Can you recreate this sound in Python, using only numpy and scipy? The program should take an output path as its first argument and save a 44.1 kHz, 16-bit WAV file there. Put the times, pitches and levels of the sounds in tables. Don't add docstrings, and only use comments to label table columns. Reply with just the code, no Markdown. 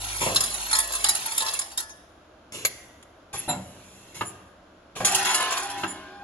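import sys
import numpy as np
from scipy import signal
from scipy.fft import rfft, irfft, next_fast_len
from scipy.io import wavfile
from scipy.ndimage import map_coordinates

SR = 44100
rng = np.random.default_rng(int(sys.argv[2]) if len(sys.argv) > 2 else 0)


def output_pcm(signal):
    pcm = np.clip(np.atleast_2d(signal).T, -1, 1) * 32767
    wavfile.write(sys.argv[1], SR, np.round(pcm).astype(np.int16))


N = 274961
TIME = np.arange(N) / SR

# (time [s], hit [dB], clang [dB], clang pitch [Hz], blow to the sheet [dB], spot's favoured pitch [Hz])
STRIKES = [(0.346, -16.5, -44, 4500, -32, 900), (0.3586, -9, -13.5, 3976, -24, 900),
           (0.4051, -10.5, -27, 5200, -23.5, 1250), (0.421, -25.5, -39.5, 4053, -28, 1250),
           (0.4363, -14, -37, 4940, -37, 1100), (0.54, -25, -42.5, 3800, -43, 900),
           (0.711, -18, -32, 5280, -21.5, 1700), (0.7283, -11.5, -22, 4210, -12.5, 1150),
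           (0.7497, -15.5, -21.5, 3870, -17, 1400), (0.764, -17, -31, 3970, -22, 1200),
           (0.7859, -10, -30, 4700, -23.5, 1500), (0.8, -16, -37.5, 3440, -31, 1200),
           (0.92, -19, -51, 4570, -36.5, 1000), (0.934, -17, -40, 5170, -22.5, 1000),
           (0.95, -16.5, -39.5, 3820, -28, 1400), (1.041, -11.5, -19, 3470, -14, 1010),
           (1.06, -27, -25, 3970, -19, 1800), (1.086, -11, -39, 3380, -24.5, 2300),
           (1.0906, -8, -28.5, 3930, -20, 2000), (1.106, -25, -36, 4780, -28.5, 1900),
           (1.1491, -15.5, -36, 4140, -42, 1200), (1.257, -19, -45, 3750, -23.5, 1000),
           (1.317, -22, -40, 4600, -27, 1500), (1.3775, -13, -25, 3690, -30, 1600),
           (1.4024, -22, -26.5, 3746, -18.5, 900), (1.42, -17, -31, 3760, -17, 950),
           (1.4596, -29, -28, 4830, -21.5, 1000), (1.482, -24, -27.5, 3757, -32, 900),
           (1.5362, -18.5, -36.5, 4780, -37, 1200), (1.548, -29, -39.5, 2620, -36, 1500),
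           (1.5895, -16, -32.5, 6630, -27, 1200), (1.611, -30, -34, 5200, -26, 1100),
           (1.714, -36.5, -49, 4570, -35, 900), (1.7746, -12.5, -30, 3760, -32, 1400),
           (1.787, -22.5, -40.5, 5500, -35.5, 1400), (1.8003, -19.5, -39, 6440, -30, 1400),
           (1.823, -34, -49.5, 4640, -38.5, 1200), (1.892, -43.5, -45, 6220, -38.5, 1200)]
# (pitch ratio [x], level [dB], t60 [s])
CLANG_MODES = [(1, 0.5, 0.059), (1.085, 1, 0.018), (0.87, -7.5, 0.03), (1.27, -4, 0.019), (1.42, -1, 0.018)]
# (pitch [Hz], level [dB], t60 [s])
PING_MODES = [(9700, 5.5, 0.016), (11300, 10, 0.005), (11650, 2.5, 0.023), (11100, -14, 0.023),
              (12560, -10, 0.011)]
CHUTE_MODES = [(638, -5.5, 0.24), (678, -9.5, 0.84), (800, -2, 0.4), (891, 2.5, 0.32), (1043, -2, .2),
               (1129, -2.5, 0.14), (1178, -2, 0.32), (1305, -3.5, 0.27), (1415, -6, .32),
               (1722, -0.5, 0.64), (1900, 2, 0.32), (1980, -9, 0.33), (2353, -8, 0.16), (3215, -3, 0.1)]
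FUNNEL_MODES = [(139.4, -17, 1.9), (284, -15.5, 10.6), (371, -17, 5.8), (378.4, -13, 12), (440, -17, 3.3),
                (637, -16.5, 6.4), (678, -3.5, 0.88), (728, 3.5, 0.73), (797, 0.5, 0.46), (806, -5.5, 5),
                (891.7, 2.5, 0.63), (985.4, 3.5, 0.54), (1046, -7.5, 2.3), (1093, -2.5, 0.47),
                (1301, -12, 1.2), (1424, -4, 0.86), (1464, -6, 2), (1536, -1, 0.4), (1594, -11, 2.7),
                (1690, -5, 0.46), (1740, 0.5, 0.358), (1882, 1, 0.53), (2181, -3.5, 0.9), (2460, -2, 0.24),
                (2483, 0.5, 0.19), (2950, -1, 0.23), (3138, 1, 0.1), (3350, 4, 0.23), (3920, -6, 0.23)]
GATE_MODES = [(1950, 7.5, 0.046), (2116, 7.5, 0.04), (2340, 3, .04), (11000, 9, 0.1), (11410, 10.5, 0.067),
              (14900, -7, .08)]
# (pitch [Hz], relative level [dB], t60 [s])
LOW_HUM_MODES = [(87, -2, 1.66), (122, -7.5, 1.6), (143.6, -4.5, 1.35), (187.3, 2, 1.75), (195.8, -6, 1.4),
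                 (259, 0, 1.2), (317, 0.5, 0.62), (690, -8.5, 1.1)]
# (frequency [Hz], gain [dB])
CRACK_EQ = [(300, -27), (1500, -6), (2600, -19.5), (3500, -4), (4800, -4), (5800, -5), (7200, 4.5),
            (9000, 9.5), (11500, -0.5), (16000, -1)]
RATTLE_EQ = [(800, -17.5), (1800, -4.5), (2700, -11), (3600, 5.5), (4300, 0.5), (5200, 4.5), (6500, -3.5),
             (11000, -17.5), (16000, -10)]
SHEET_EQ = [(100, -23.5), (400, -3.5), (580, -6), (750, 1), (1400, 3), (2200, -2.5), (3400, -1),
            (5000, -6.5), (10000, -25.5)]
TUMBLE_EQ = [(500, -13.5), (1800, -7), (2600, -0.5), (3200, 1), (4200, -1), (5500, 2), (7200, 7),
             (10500, 3), (16000, 1.5)]
JINGLE_EQ = [(150, -20), (400, -6), (700, -0.5), (1500, -6), (2500, -6), (3600, -3), (5000, -4.5),
             (7500, 0.5), (10500, 2.5), (12000, 2.5), (16000, -3)]
# (time [s], clink strength [dB], blow to the wall [dB], attack [s])
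LANDINGS = [(5.047, -14.5, -29.5, 0.0011), (5.072, -26, -28, 0.0021), (5.1453, -15, -41, 0.002),
            (5.18, -28, -34, 0.0027), (5.247, -22, -29.5, 0.0041), (5.265, -40, -25, 0.0018),
            (5.29, -38, -26.5, 0.0027), (5.31, -31, -29, 0.0028), (5.34, -19, -26, 0.0049),
            (5.4, -38, -26.5, 0.0011), (5.505, -28, -35, 0.0016), (5.52, -28, -30.5, 0.0029),
            (5.566, -27.5, -32, 0.0076), (5.624, -35, -38, .004), (5.696, -34, -38.5, 0.0027)]
# (valve opens [s], closing travel [s], air strength [dB], thud of the jaws [dB],
# strength of the low hum relative to the thud [dB], knock on the open stop [dB])
CYCLES = [(0.206, 0.052, -30, -24.5, -21, -33), (3.3284, 0.15, -39, -27.5, -8.5, -20.5),
          (4.953, 0.048, -41, -27, -14, -21)]
# (time [s], relative level [dB], t60 [s], pitch [Hz])
CLOSING_SQUEAKS = [(3.375, -27, 0.027, 11050), (3.486, -31, 0.19, 7340), (3.482, -35.5, 0.14, 3930),
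                   (3.479, -28.5, 0.11, 11030)]
# (pitch [Hz], relative level [dB])
RETURN_SQUEAKS = [(7175, -42), (9820, -47), (13650, -48)]
# (time [s], level [dB], attack [s], t60 [s])
GATE_HITS = [(2.6497, -6.5, 0.00041, 0.018), (2.6555, -13.5, 0.00045, 0.029), (2.665, -24, 0.001, 0.057)]
# (frequency [Hz], gain [dB])
PUFF_EQ = [(60, -5), (130, 9), (250, 2), (360, 9.5), (600, -1.5), (1500, -3), (2200, 2), (3400, 2.5),
           (4800, -3.5), (7200, 5.5), (9500, 0.5), (11300, 3.5), (13000, -2.5), (16000, -9)]
JOLT_EQ = [(40, -15), (90, -3.5), (150, 1), (240, -3.5), (400, -4.5), (600, -0.5), (800, 1.5), (1000, 7),
           (1300, -7.5), (2200, -15.5), (3100, -9), (5000, -18.5), (12000, -20)]
THUD_EQ = [(40, -17.5), (90, -10.5), (140, 0.5), (240, -4), (370, -9), (500, 0.5), (620, 0.5), (800, -1.5),
           (950, -4.5), (1300, -11), (2800, -16.5), (5000, -26.5), (12000, -34)]
KNOCK_EQ = [(60, -17.5), (140, -4.5), (210, -10), (320, 3.5), (420, -5.5), (700, -4.5), (920, -0.5),
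            (1040, -2), (1210, 4), (1400, -3), (1600, 3), (1900, -9.5), (2300, -12), (2900, -7),
            (5000, -26.5), (12000, -29.5)]
GATE_EQ = [(80, -6), (300, -4), (550, -3.5), (1400, -5.5), (2050, -3.5), (2900, -3.5), (4000, 3),
           (5500, -5), (7000, 8.5), (9500, 1.5), (11200, 3.5), (16000, 1.5)]
# (switch-off [s], mains tone [dB], its octave [dB])
FEEDERS = [(0.251, -51, -46), (1.1, -47, -70)]
# (frequency [Hz], gain [dB])
ROOM_TONE_EQ = [(25, -13), (45, -2), (75, 3), (130, -6), (210, -4.5), (320, 1.5), (420, -6), (620, 1.5),
                (800, -6.5), (1300, -6.5), (1580, -7.5), (1850, -16.5), (3200, -17), (5000, -23.5),
                (14000, -34.5)]
REVERB_EQ = [(100, 4), (400, 0.5), (1500, -5.5), (5000, -7), (14000, -19.5)]
# (frequency [Hz], gain [dB])
TREBLE_NOTCH_EQ = [(20, 0.5), (7400, 0), (8300, -19), (9600, 3), (11500, -3.5), (12500, -33), (13400, -21),
                   (15000, -11.5), (16000, -21)]
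# (frequency [Hz], t60 [s])
REVERB_T60 = [(100, 0.49), (500, 0.83), (2000, 1.19), (6000, 0.67), (14000, 1.1)]
# (frequency [Hz], left-right correlation [-1 to 1])
STEREO_CORRELATION = [(100, 1), (280, 1), (600, 0.7), (1200, 0.44), (2400, 0.38), (4500, -0.054),
                      (7200, 0.22), (9800, -0.62), (11000, 1), (15000, 0.62)]
# (time [s], lead of the left port [ms])
LEFT_LEAD = [(0, 0.25), (2, .25), (2.65, 0.15), (3.4, 0.086), (6.2, 0.074)]

# (attack [s], t60 [s])
RATTLE_ENV, SURGE_ENV = (0.0051, 0.1), (0.012, 0.32)
TICK_ENV, PUFF_ENV, GATE_AIR_ENV = (0.001, 0.027), (0.011, 0.68), (0.028, 0.87)
JOLT_ENV, KNOCK_ENV, RETURN_ENV = (0.0027, 0.12), (0.0006, 0.094), (0.034, 0.14)

CONTACT_DB, CRACK_DB, CLINK_DB, PING_DB = 9, -2, 15.5, -8
CLANG_DB, RATTLE_DB, SHEET_BODY_DB, CHUTE_RING_DB = 4.5, -8, -14, 14
CLINK_T60_S = 0.1
WALL_DB, FUNNEL_RING_DB, TUMBLE_DB, SURGE_DB, LANDING_CLINK_DB = -3, -5, 1.5, -3.5, 25
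PUFF_DB, JOLT_DB, MEET_HUM_DB, STOP_HUM_DB, SQUEAK_DB = 6, 7.5, -8, -30.5, 8


def chute_strikes(attack_s=0.0012, skitter_t60_s=0.055, reference_db=-28.5, doubling_db=17):
    times, hit_db, clang_db, pitch_hz, sheet_db, spot_hz = np.transpose(STRIKES)
    t60 = skitter_t60_s * 2 ** ((reference_db - hit_db) / doubling_db)

    def force(db):
        return bursts(zip(times, db, np.full(len(times), attack_s), t60))

    clinks, clangs, sheet_ring = np.zeros((3, N))
    t = TIME[:SR // 5]
    for k, start in enumerate(((times + attack_s) * SR).astype(int)):
        add(clinks, start, from_db(hit_db[k] + CLINK_DB) * clink(CLINK_T60_S, partials=24))
        add(clinks, start, from_db([hit_db[k] + CONTACT_DB]))
        touch = rng.standard_normal(len(t)) * from_db(clang_db[k] + CLANG_DB - 60 * t / t60[k])
        modes = [(pitch_hz[k] * ratio, db, decay) for ratio, db, decay in CLANG_MODES]
        add(clangs, start, ringing(touch, modes))
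        add(sheet_ring, start, from_db(sheet_db[k] + CHUTE_RING_DB) * chute_ring(spot_hz[k]))
    crack = coloured(force(hit_db + CRACK_DB) + clinks, CRACK_EQ)
    body = coloured(force(sheet_db + SHEET_BODY_DB), SHEET_EQ)
    chatter = envelope([(s, db + RATTLE_DB, *RATTLE_ENV) for s, db in zip(times, clang_db)])
    rattle = collisions(chatter, per_s=980, spread_db=-0.5, t60=0.018)
    ping = ringing(force(hit_db + PING_DB), PING_MODES)
    return crack + body + sheet_ring + clangs + coloured(rattle, RATTLE_EQ) + ping


def chute_ring(spot_hz, octave_loss_db=7.5, spread_db=3):
    hz, db, t60 = np.transpose(CHUTE_MODES)[:, :, None]
    t = TIME[:SR // 2]
    db = db - octave_loss_db * np.log2(hz / spot_hz) ** 2 + spread_db * rng.standard_normal(hz.shape)
    tones = np.sin(2 * np.pi * (hz * t + rng.random(hz.shape)))
    return unit(np.sum(from_db(db - 60 * t / t60) * tones, axis=0))


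def funnel_pour(start_s=5.046, attack_s=0.0074, drive_db=-29):
    onset = np.clip((TIME - start_s) / attack_s, 0, 1)
    flow = from_db(drive_db) * fade(from_s=5.43, db_per_s=32.5)
    impacts = 0.98 * bursts([(s, db, attack, 0.14) for s, db, _, attack in LANDINGS])
    blows = bursts([(s, db, attack, 0.14) for s, _, db, attack in LANDINGS])
    sliding = onset * flow * rng.standard_normal(N)
    wall = from_db(WALL_DB) * coloured(sliding + 1.37 * blows, SHEET_EQ)
    ring = ringing(sliding + 1.2 * blows, FUNNEL_MODES, tremolo=lambda: 1 + 0.38 * waver(per_s=35))
    clinking = flow * from_db(TUMBLE_DB) * fade(start_s, db_per_s=18)
    surge = envelope([(s, db + SURGE_DB, *SURGE_ENV) for s, _, db, _ in LANDINGS])
    tumble = onset * collisions(np.hypot(clinking, surge), per_s=520, spread_db=3.5, t60=0.054)
    for s, db, _, attack in LANDINGS:
        landing = from_db(db + LANDING_CLINK_DB) * clink(CLINK_T60_S, partials=28)
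        add(impacts, int((s + attack) * SR), landing)
    return wall + from_db(FUNNEL_RING_DB) * ring + coloured(tumble + impacts, TUMBLE_EQ)


def clink(t60, partials):
    t, hz = TIME[:3500], rng.uniform(900, 13000, (partials, 1))
    return unit(np.sin(2 * np.pi * hz * t).sum(0) * from_db(-60 * t / t60))


def collisions(gain, per_s, spread_db, t60, variants=60):
    clinks = [clink(t60, partials=6) for _ in range(variants)]
    starts = np.flatnonzero(rng.random(N) < per_s / SR)
    sizes = from_db(spread_db * np.minimum(rng.exponential(1, N)[starts], 3))
    kinds = rng.integers(0, variants, N)[starts]
    strengths = unit(sizes) * np.sqrt(N) * gain[starts]
    out = np.zeros(N)
    for start, strength, kind in zip(starts, strengths, kinds):
        add(out, start, strength * clinks[kind])
    return out


def sealing_jaws(release_after_s=0.815, opening_s=0.066, tick_db=-42, release_db=-38, leak_db=-52):
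    puffs, jolts, thuds, knocks = [], [], [], []
    leak, hum = np.zeros((2, N))
    squeaks = [(s, db, 0.019, t60, hz) for s, db, t60, hz in CLOSING_SQUEAKS]
    for s, travel, air_db, meet_db, hum_db, stop_db in CYCLES:
        meet, release = s + travel, s + release_after_s
        stop = release + opening_s
        puffs += [(s, tick_db, *TICK_ENV), (s, air_db + PUFF_DB, *PUFF_ENV)]
        jolts += [(s + 0.0084, air_db + JOLT_DB, *JOLT_ENV)]
        thuds += [(meet, meet_db, 0.121 * travel, 0.31)]
        add(hum, int(meet * SR), from_db(meet_db + hum_db + MEET_HUM_DB) * low_hum())
        leak += from_db(leak_db) * (TIME > meet) * (TIME < release)
        puffs += [(release, release_db, *PUFF_ENV)]
        knocks += [(stop, stop_db, *KNOCK_ENV)]
        add(hum, int(stop * SR), from_db(stop_db + STOP_HUM_DB) * low_hum())
        squeaks += [(stop + 0.038, db, *RETURN_ENV, hz) for hz, db in RETURN_SQUEAKS]
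    air = coloured(bursts(puffs) + leak * rng.standard_normal(N), PUFF_EQ)
    closing = coloured(bursts(jolts), JOLT_EQ) + coloured(bursts(thuds), THUD_EQ)
    opening = coloured(bursts(knocks), KNOCK_EQ)
    seals = from_db(SQUEAK_DB) * sum(seal_squeak(*row) for row in squeaks)
    return air + closing + opening + hum + seals


def low_hum(depth=0.71):
    t, hum = TIME[:2 * SR], 0
    knots = t[::SR // 30]
    for hz, db, t60 in LOW_HUM_MODES:
        tremolo = 1 + depth * np.interp(t, knots, rng.standard_normal(len(knots)))
        hum += tremolo * from_db(db - 60 * t / t60) * np.sin(2 * np.pi * hz * t)
    return hum


def seal_squeak(s, db, attack, t60, hz):
    pitch_hz = hz * (1 + 0.008 * waver(per_s=1800))
    rasp = 1 + 0.45 * waver(per_s=900)
    return envelope([(s, db, attack, t60)]) * rasp * np.sin(2 * np.pi * np.cumsum(pitch_hz) / SR)


def gate(valve_s=2.521, hold_s=0.505, open_db=-32.5, close_db=-42, air_db=-35, ring_db=-4.5):
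    ticks = [(valve_s, open_db, *TICK_ENV), (valve_s + hold_s, close_db, *TICK_ENV)]
    air = bursts(ticks + [(valve_s, air_db, *GATE_AIR_ENV)])
    snap = bursts(GATE_HITS)
    return coloured(air, PUFF_EQ) + coloured(snap, GATE_EQ) + from_db(ring_db) * ringing(snap, GATE_MODES)


def feeder_jingle(slide_db=-35.5, hop_db=-32.5):
    settling = fade(from_s=1.51, db_per_s=76)
    sliding = from_db(slide_db) * settling * rng.standard_normal(N)
    hopping = collisions(from_db(hop_db) * settling, per_s=600, spread_db=1.5, t60=0.038)
    return coloured(sliding + hopping, JINGLE_EQ)


def feeder_hum(mains_hz=50, coast_t60_s=0.3):
    phase, drone = 2 * np.pi * mains_hz * TIME, 0
    for stop_s, mains_db, octave_db in FEEDERS:
        tone = from_db(mains_db) * np.sin(phase) + from_db(octave_db) * np.sin(2 * phase)
        drone += fade(stop_s, db_per_s=60 / coast_t60_s) * tone
    return drone


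def direct_path(x, shadow_hz=5810):
    lead_ms = np.interp(TIME, *np.transpose(LEFT_LEAD))
    half_lead = lead_ms * SR / 2000
    dulled = signal.sosfilt(signal.butter(1, shadow_hz, fs=SR, output="sos"), x)
    return np.array([map_coordinates(dulled, [np.arange(N) + shift]) for shift in (half_lead, -half_lead)])


def cabinet_reflections(x, t60=0.03, low_cut_hz=890, wander_per_s=3.5, patterns=3):
    t, reflected = TIME[:SR // 4], 0
    decay = unit(from_db(-60 * t / t60) * (t > 0.001))
    low_cut = signal.butter(1, low_cut_hz, "high", fs=SR, output="sos")
    for k in range(patterns):
        flurry = signal.sosfilt(low_cut, diffuse_noise(len(t)) * decay)
        share = np.cos(np.pi * (wander_per_s * TIME + k / patterns)) * np.sqrt(2 / patterns)
        reflected += share * np.array([convolve(x, side) for side in flurry])
    return reflected


def hall_reverb(x, build_up_s=0.0017):
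    t, white, tail = TIME[:2 * SR], diffuse_noise(2 * SR), 0
    edges_hz = np.geomspace(95, 18000, 11)
    for low, high in zip(edges_hz, edges_hz[1:]):
        band = signal.sosfilt(signal.butter(2, [low, high], "band", fs=SR, output="sos"), white)
        hz = np.sqrt(low * high)
        decay = from_db(-60 * t / at_hz(REVERB_T60, hz)) * np.minimum(t / build_up_s, 1)
        tail += band * from_db(at_hz(REVERB_EQ, hz)) * unit(decay)
    return np.array([convolve(x, side) for side in tail])


def room_tone(level_db=-53.5):
    return from_db(level_db) * np.array([coloured(side, ROOM_TONE_EQ) for side in diffuse_noise(N)])


def diffuse_noise(length):
    size = next_fast_len(length, True)
    mid, side = rfft(rng.standard_normal((2, size)))
    alike = at_hz(STEREO_CORRELATION, np.fft.rfftfreq(size, 1 / SR))
    left_right = np.sqrt((1 + alike) / 2) * mid + np.sqrt((1 - alike) / 2) * side * [[1], [-1]]
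    return irfft(left_right, size)[:, :length]


def ringing(x, modes, tremolo=lambda: 1):
    out, energy = 0, 0
    for k, (hz, db, t60) in enumerate(modes):
        radius, angle = from_db(-60 / (t60 * SR)), 2 * np.pi * hz / SR
        drive = [0, (-1) ** k * from_db(db) * np.sin(angle)]
        feedback = [1, -2 * radius * np.cos(angle), radius ** 2]
        out += tremolo() * signal.lfilter(drive, feedback, x + 1e-18)
        energy += from_db(db) ** 2 / (2 * (1 - radius ** 2))
    return out / np.sqrt(energy)


def coloured(x, eq):
    return convolve(x, unit(eq_response(eq)))


def eq_response(eq, size=4096):
    cepstrum = irfft(np.log(from_db(at_hz(eq, np.fft.rfftfreq(size, 1 / SR)))))
    cepstrum[1:size // 2] *= 2
    cepstrum[size // 2 + 1:] = 0
    return irfft(np.exp(rfft(cepstrum)))


def envelope(events):
    power, t = np.zeros(N), TIME[:2 * SR]
    for s, db, attack, t60 in events:
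        decay = from_db(db - 60 * np.maximum(t - attack, 0) / t60)
        add(power, int(s * SR), decay ** 2 * np.minimum(t / attack, 1))
    return np.sqrt(power)


def bursts(events):
    return envelope(events) * rng.standard_normal(N)


def fade(from_s, db_per_s):
    return from_db(-db_per_s * np.maximum(TIME - from_s, 0))


def waver(per_s):
    knots = rng.standard_normal(N // 4)
    return np.interp(TIME * per_s, np.arange(len(knots)), knots)


def from_db(db):
    return 10 ** (np.asarray(db) / 20)


def unit(response):
    return response / np.sqrt(np.sum(response ** 2))


def at_hz(curve, hz):
    known_hz, values = np.transpose(curve)
    return np.interp(np.log(hz + 1), np.log(known_hz), values)


def convolve(x, response):
    return signal.oaconvolve(x, response)[:N]


def add(out, start, sound):
    out[start:start + len(sound)] += sound[:N - start]


def scene():
    machine = feeder_jingle() + chute_strikes() + funnel_pour() + sealing_jaws() + gate()
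    near = from_db(-1) * (direct_path(machine) + cabinet_reflections(machine))
    bed = feeder_hum() + room_tone()
    return near + hall_reverb(machine) + bed


def record(dry, stopband_hz=16700):
    notched = np.array([convolve(side, eq_response(TREBLE_NOTCH_EQ)) for side in dry])
    return signal.sosfilt(signal.cheby2(14, 70, stopband_hz, fs=SR, output="sos"), notched)


dry = scene()
out = record(dry)
output_pcm(out)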